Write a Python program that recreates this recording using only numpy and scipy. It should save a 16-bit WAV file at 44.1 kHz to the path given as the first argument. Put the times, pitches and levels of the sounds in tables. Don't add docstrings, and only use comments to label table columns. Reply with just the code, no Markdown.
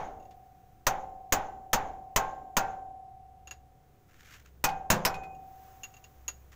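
import sys
import numpy as np
from scipy import signal
from scipy.fft import rfft, irfft
from scipy.io import wavfile
from scipy.ndimage import uniform_filter1d

SR = 44100
rng = np.random.default_rng(int(sys.argv[2]) if len(sys.argv) > 2 else 0)


def bounce(signal):
    frames = np.transpose(np.atleast_2d(signal))
    limited = np.clip(frames, -1, 1)
    pcm = np.round(limited * 32767).astype(np.int16)
    wavfile.write(sys.argv[1], SR, pcm)


N = 288855
TIME = np.arange(N) / SR


# (time [s], force [dB], place of the tip [0 near rim - 1 far rim], how far the cover gives way [0-1],
#  chisel pitch [Hz], chisel ring [dB])
BLOWS = [(-.085, 0.5, 0, 0.23, 6500, -30), (0.8676, -.5, 0.035, 0, 6300, -22.5),
         (1.3232, 0, 0, .15, 6670, -19.5), (1.7316, 0.5, 0, 0.05, 6520, -23),
         (2.1612, .5, 0, 0.02, 6580, -21), (2.5680, -0.5, 0.11, 0.06, 6630, -21.5),
         (4.6407, 0, 0.94, 0.1, 6300, -27.5), (4.9019, -.5, 0.68, 0.95, 6580, -18.5),
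         (5.051, -.5, 0.71, 0.21, 5350, -21)]

# (level at the near rim [dB], extra at the far rim [dB], extra when the cover gives way fully [dB])
CLASH_RULE = (-21.5, 0.5, 1)
TREBLE_RULE = (-0.2, 6, -2.5)
ROOM_RULE = (-31.5, -4.5, 6.5)
CHASSIS_RULE = (-36, 0.5, -18.5)
COVER_RULE = (-70, 41, -5)
FRAME_RULE = (-53.5, 3, 26)

# (frequency [Hz], t60 [s])
CLASH_COLOUR = [(25, 2), (80, -4), (170, -3), (330, -9), (650, -1.5), (1100, -1.5), (1900, -3.5),
                (2700, -8.5), (4000, -12), (5300, -11.5), (7300, -12.5), (9500, -19.5), (13000, -17),
                (15000, -9.5)]
CLASH_FADE = [(60, 0.097), (700, 0.25), (2000, 0.095), (5000, 0.1), (10000, 0.069), (15000, .065)]

# (frequency [Hz], t60 [s])
ROOM_COLOUR = [(40, 1), (150, -8.5), (330, -7.5), (550, -3), (830, 4.5), (1200, -2), (2000, -6.5),
               (3000, -15), (4800, -30), (6600, -23.5), (8000, -42.5), (15000, -32.5)]
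ROOM_FADE = [(60, 1), (500, 1), (1000, 0.51), (2500, 0.38), (6500, 0.53), (15000, 0.24)]

# (frequency [Hz], relative level [dB], t60 [s])
CHASSIS_SHORT = [(533, -17, 1), (665, -12, .6), (667, -13, 0.77), (839, 1, 0.4), (856.4, 2.5, 0.6),
                 (926, -1.5, 0.29), (1057, -4, 0.54), (1400, -8.5, 0.37), (1560, -7.5, 0.5),
                 (2570, -2.5, 0.18)]
CHASSIS_MAIN = [(764.8, 0, 2.3), (788, 4, .7)]
CHASSIS_SIDE = [(706.8, -16, 2.8), (730.2, -9, 3.1), (806, -18, 1.9), (893, -24, 1.8), (1056, -23, 1.9)]
COVER_MODES = [(163, -9.5, 1), (1330, -14, .25), (2075, -11, .14), (2510, -5, 0.33), (2500, 0, 0.44),
               (12650, -16, .05)]
HAMMER_MODES = [(7130, 0, .75), (7165, -4, .5)]
FRAME_MODES = [(106, -4.5, 0.35), (151, -4.5, .5), (181, -1.5, 0.45), (209.6, -2.5, 0.37),
               (275, -5.5, 0.25), (366, -8, .42), (511, -5.5, 0.77), (1150, -8, 0.21), (1590, 1, 0.17),
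               (2690, 3, 0.12), (4070, -3, 0.1), (5150, -5, 0.05)]
CHISEL_MODES = [(2744, 0.5, 0.06), (2730, -25, 0.045), (6400, -6.5, 0.052), (6643, 0, 0.036),
                (6810, -3.5, 0.079), (13100, -45, 0.013), (12470, -13.5, 0.042)]

# (frequency [Hz], level [dB per Hz])
AIR_COLOUR = [(20, 0), (50, -11), (110, -0.5), (220, -15), (500, -16.5), (1000, -26.5), (2000, -33),
              (4500, -41), (6600, -40), (9000, -43), (15000, -44)]
# (time [s], level before an overall boost [dB])
HISS_LEVEL = [(0.0, -82), (0.47, -80), (1.42, -83.5), (2.72, -85), (2.94, -92.5), (4.38, -76.5),
              (4.93, -88), (5.07, -88), (5.49, -73.5), (5.67, -68), (6.05, -73), (6.55, -75)]
# (frequency [Hz], level [dB per Hz])
HISS_COLOUR = [(400, 12), (1400, 9.5), (4500, -4), (6600, 3.5), (9000, -9.5), (13000, -2), (15000, 10)]
# (time [s], level before an overall boost [dB])
HUM_LEVEL = [
    [(3.0, -67), (3.57, -58.5), (3.918, -76.5), (4.6, -56.5)],
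    [(5.45, -65.5), (6.142, -66.5), (6.2, -54.5), (6.55, -57.5)],
]

# (time [s], ring level [dB], tick level [dB], bounces [count])
CLINKS = [(0.199, -65, -70, 2), (.309, -68, -59, 0), (3.473, -44, -51.5, 0), (3.51, -37, -44, 0),
          (5.349, -63.5, -74, 0), (5.834, -36, -50, 0), (5.84, -36, -50, 0), (5.94, -52.5, -59, 1),
          (6.041, -49.5, -55, 0), (6.2805, -24.5, -38.5, 0)]
# (frequency [Hz], level [dB per Hz])
TICK_COLOUR = [(100, -13), (500, 2), (1000, 2), (1700, 3.5), (3000, -2), (4500, -3), (6800, -7),
               (9000, -20.5), (15000, -18)]
# (start [s], length of the push [s], peak level [dB])
SCRAPES = [(4.08, 0.22, -54.5), (4.321, 0.018, -51), (4.448, 0.0055, -62.5), (6.518, 0.011, -56)]
# (frequency [Hz], level [dB per Hz])
SCRAPE_COLOUR = [(500, -20.5), (1000, -6), (1400, 3.5), (2700, -1.5), (4500, -10), (6800, -6),
                 (9000, -21.5), (15500, -15)]
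# (time [s], ring level [dB], tick level [dB])
RATTLES = [(4.689, -55.5, -39), (5.142, -44, -43), (5.235, -47, -55)]

CLASH_LENGTH, GIVE_STRETCH = 1.133, 0.7
HELD_LENGTH = 0.55
HAMMER_DB = -41
OVERTONE_T60 = 0.25
HUM_HZ = 66
CLINK_PITCH_SPREAD = 0.008
BOUNCE_S, BOUNCE_LOSS_DB = 0.027, 0.5
BRIGHT_PER_DB, EVEN_DB = 0.77, -38
PUSH_DB_PER_S, RELEASE_DB_PER_S, BITE_S = 72, 268, 0.002
EDGE_HZ = 15600


def amp(db):
    return 10 ** (np.asarray(db) / 20)


def unit(x):
    return x / np.sqrt(np.mean(x ** 2) + 1e-20)


def read(points, hz):
    f, value = np.transpose(points)
    return np.interp(np.log(hz + 1), np.log(f + 1), value)


def level(points):
    return amp(np.interp(TIME, *np.transpose(points)))


def add(mix, s, sound):
    start = round(s * SR)
    sound = sound[max(-start, 0):]
    part = mix[max(start, 0):][:len(sound)]
    part += sound[:len(part)]


def tint(white, colour):
    hz = np.fft.rfftfreq(len(white), 1 / SR)
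    return unit(irfft(rfft(white) * amp(colour(hz)), len(white)))


def noise(colour, size):
    return tint(rng.standard_normal(size), colour)


def vary(pattern, likeness):
    return likeness * pattern + np.sqrt(1 - likeness ** 2) * rng.standard_normal(len(pattern))


def swell(x, rise_s):
    t = np.arange(len(x)) / SR
    return x * (1 - np.exp(-t / rise_s))


def die_away(x, t60):
    hz, t, bands = signal.stft(x, SR, nperseg=256)
    fading = amp(-60 * t / read(t60, hz)[:, None])
    return signal.istft(bands * fading, SR, nperseg=256)[1][:len(x)]


def ring(modes, size, length=1, pitch=1, scatter_db=1.0):
    t = np.arange(size) / SR
    out = np.zeros(size)
    for hz, db, t60 in modes:
        start_db = db + scatter_db * rng.standard_normal()
        fading = amp(start_db - 60 * t / (t60 * length))
        out += fading * np.sin(2 * np.pi * hz * pitch * t)
    return out


def clash(pattern, length, treble_db, hinge_hz=3500, crack_db=4.5, crack_s=0.009,
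          hold_db=3.0, hold_s=0.012, hold_width_s=0.0092):
    t = np.arange(len(pattern)) / SR

    def colour(hz):
        return read(CLASH_COLOUR, hz) + treble_db * hz ** 2 / (hz ** 2 + hinge_hz ** 2)

    crack = crack_db * np.exp(-t / crack_s)
    hold = hold_db * np.exp(-((t / length - hold_s) / hold_width_s) ** 2)
    stretched_fade = [(hz, t60 * length) for hz, t60 in CLASH_FADE]
    return die_away(tint(pattern, colour), stretched_fade) * amp(crack + hold)


def thump(swing_s=0.021):
    u = np.arange(SR // 4) / SR / swing_s
    return u * (2 - u) * np.exp(-u)


def zing(pitch_hz, width_hz=430, upper=2.22, upper_db=-7, t60=0.086, swell_s=0.0012):
    t = np.arange(SR // 2) / SR

    def band(hz, centre):
        return 1 / (1 + ((hz - centre) / width_hz) ** 4)

    def colour(hz):
        power = band(hz, pitch_hz) + amp(upper_db) ** 2 * band(hz, upper * pitch_hz)
        return 10 * np.log10(power)

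    fading = np.exp(-np.log(1000) * t / t60)
    return swell(noise(colour, len(t)) * fading, swell_s)


def room(pattern, build_s=0.012, wall_s=0.144, wall_width_s=0.022, wall_db=-16.0):
    t = np.arange(len(pattern)) / SR
    coloured = tint(pattern, lambda hz: read(ROOM_COLOUR, hz))
    tail = swell(die_away(coloured, ROOM_FADE), build_s)
    wall = np.zeros(len(t))
    add(wall, 0, zing(6500, width_hz=280, upper_db=-21.5, t60=0.44))
    around_return = np.exp(-((t - wall_s) / wall_width_s) ** 2)
    return tail + amp(wall_db) * wall * around_return


def overtones(lo_hz=1100, hi_hz=4200, db=-26.0, slope_db=-9.5, count=26):
    hz = lo_hz * (hi_hz / lo_hz) ** rng.random(count)
    modes = [(f, db + slope_db * np.log2(f / lo_hz), OVERTONE_T60) for f in hz]
    return ring(modes, size=SR, scatter_db=7.0)


def blows(steel_likeness=0.66, room_likeness=0.6, chassis_rise_s=0.012, mode_rise_s=0.00092,
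          clang_scatter_db=5.5, clang_pitch_spread=0.012, thump_db=-5.5):
    out = np.zeros(N)
    steel = rng.standard_normal(SR // 2)
    walls = rng.standard_normal(3 * SR // 2)
    ends = [row[0] for row in BLOWS[1:]] + [N / SR]
    for (s, force_db, place, give, pitch_hz, chisel_db), end in zip(BLOWS, ends):

        def share_db(rule):
            return np.dot(rule, [1, place, give])

        def gain(rule):
            return amp(force_db + share_db(rule))

        length = CLASH_LENGTH + GIVE_STRETCH * give
        hit = clash(vary(steel, steel_likeness), length, share_db(TREBLE_RULE))
        add(out, s, gain(CLASH_RULE) * hit)
        add(out, s, -gain(CLASH_RULE) * amp(thump_db) * thump())
        add(out, s, amp(force_db + chisel_db) * zing(pitch_hz))
        add(out, s, gain(ROOM_RULE) * room(vary(walls, room_likeness)))

        pitch = 1 + clang_pitch_spread * rng.standard_normal()
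        clang = ring(CHASSIS_SHORT, size=SR, pitch=pitch, scatter_db=clang_scatter_db) + overtones()
        until_next = round((end - s) * SR)
        tone = ring(CHASSIS_MAIN, size=until_next, scatter_db=3.0) + ring(CHASSIS_SIDE, size=until_next)
        for part in clang, tone:
            add(out, s, gain(CHASSIS_RULE) * swell(part, chassis_rise_s))

        cover = gain(COVER_RULE) * ring(COVER_MODES, size=SR, length=HELD_LENGTH)
        hammer = amp(force_db + chisel_db + HAMMER_DB) * ring(HAMMER_MODES, size=SR)
        frame = gain(FRAME_RULE) * ring(FRAME_MODES, size=SR)
        add(out, s, swell(cover + hammer + frame, mode_rise_s))
    return out


def background(air_db=-61, hiss_db=11.0, hum_db=1.0, waver_hz=0.4):
    drift = unit(uniform_filter1d(rng.standard_normal(N), size=8000))
    phase = 2 * np.pi * np.cumsum(HUM_HZ + waver_hz * drift) / SR
    hum = amp(hum_db) * level(np.vstack(HUM_LEVEL)) * unit(np.sin(phase))
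    hiss = amp(hiss_db) * level(HISS_LEVEL) * noise(lambda hz: read(HISS_COLOUR, hz), N)
    air = amp(air_db) * noise(lambda hz: read(AIR_COLOUR, hz), N)
    return air + hiss + hum


def touch(modes, ring_db, tick_db, pitch=1, tick_t60=0.1, rise_s=0.00041):
    t = np.arange(SR // 2) / SR
    tick = noise(lambda hz: read(TICK_COLOUR, hz), len(t)) * np.exp(-np.log(1000) * t / tick_t60)
    ringing = ring(modes, size=len(t), pitch=pitch, scatter_db=0.0)
    return swell(amp(ring_db) * ringing + amp(tick_db) * tick, rise_s)


def clinks(hinge_hz=5500, echo_db=-19, echo_t60=0.26):
    out = np.zeros(N)
    for s, ring_db, tick_db, bounces in CLINKS:
        bright_db = BRIGHT_PER_DB * max(ring_db - EVEN_DB, 0)
        modes = [(hz, db + bright_db * np.log2(min(hz, hinge_hz) / hinge_hz), t60)
                 for hz, db, t60 in CHISEL_MODES]
        for k in range(round(bounces) + 1):
            pitch = 1 + CLINK_PITCH_SPREAD * rng.standard_normal()
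            contact = touch(modes, ring_db, tick_db, pitch)
            add(out, s + k * BOUNCE_S, amp(-k * BOUNCE_LOSS_DB) * contact)
    t = np.arange(SR // 3) / SR
    echo = rng.standard_normal(len(t)) * np.exp(-np.log(1000) * t / echo_t60)
    return out + amp(echo_db) * signal.fftconvolve(out, echo / np.linalg.norm(echo))[:N]


def scrape(grit_db=3.5):
    push = np.zeros(N)
    t = np.arange(SR) / SR
    for s, length, peak_db in SCRAPES:
        growing = PUSH_DB_PER_S * (t - length)
        letting_go = RELEASE_DB_PER_S * (length - t)
        add(push, s, swell(amp(peak_db + np.minimum(growing, letting_go)), BITE_S))
    grit = unit(uniform_filter1d(rng.standard_normal(N), size=200))
    slips = unit(amp(grit_db * grit))
    return push * slips * noise(lambda hz: read(SCRAPE_COLOUR, hz), N)


def rattles():
    out = np.zeros(N)
    for s, ring_db, tick_db in RATTLES:
        add(out, s, touch(COVER_MODES, ring_db, tick_db))
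    return out


def scene():
    return (blows() + background() + clinks() + scrape() + rattles())[None]


def record(dry):
    ceiling = 0.4
    pressed = ceiling * np.tanh(dry / ceiling)
    band_limit = signal.firwin(255, EDGE_HZ, window=("kaiser", 8), fs=SR)
    return signal.oaconvolve(pressed, band_limit[None], "same")


dry = scene()
out = record(dry)
bounce(out)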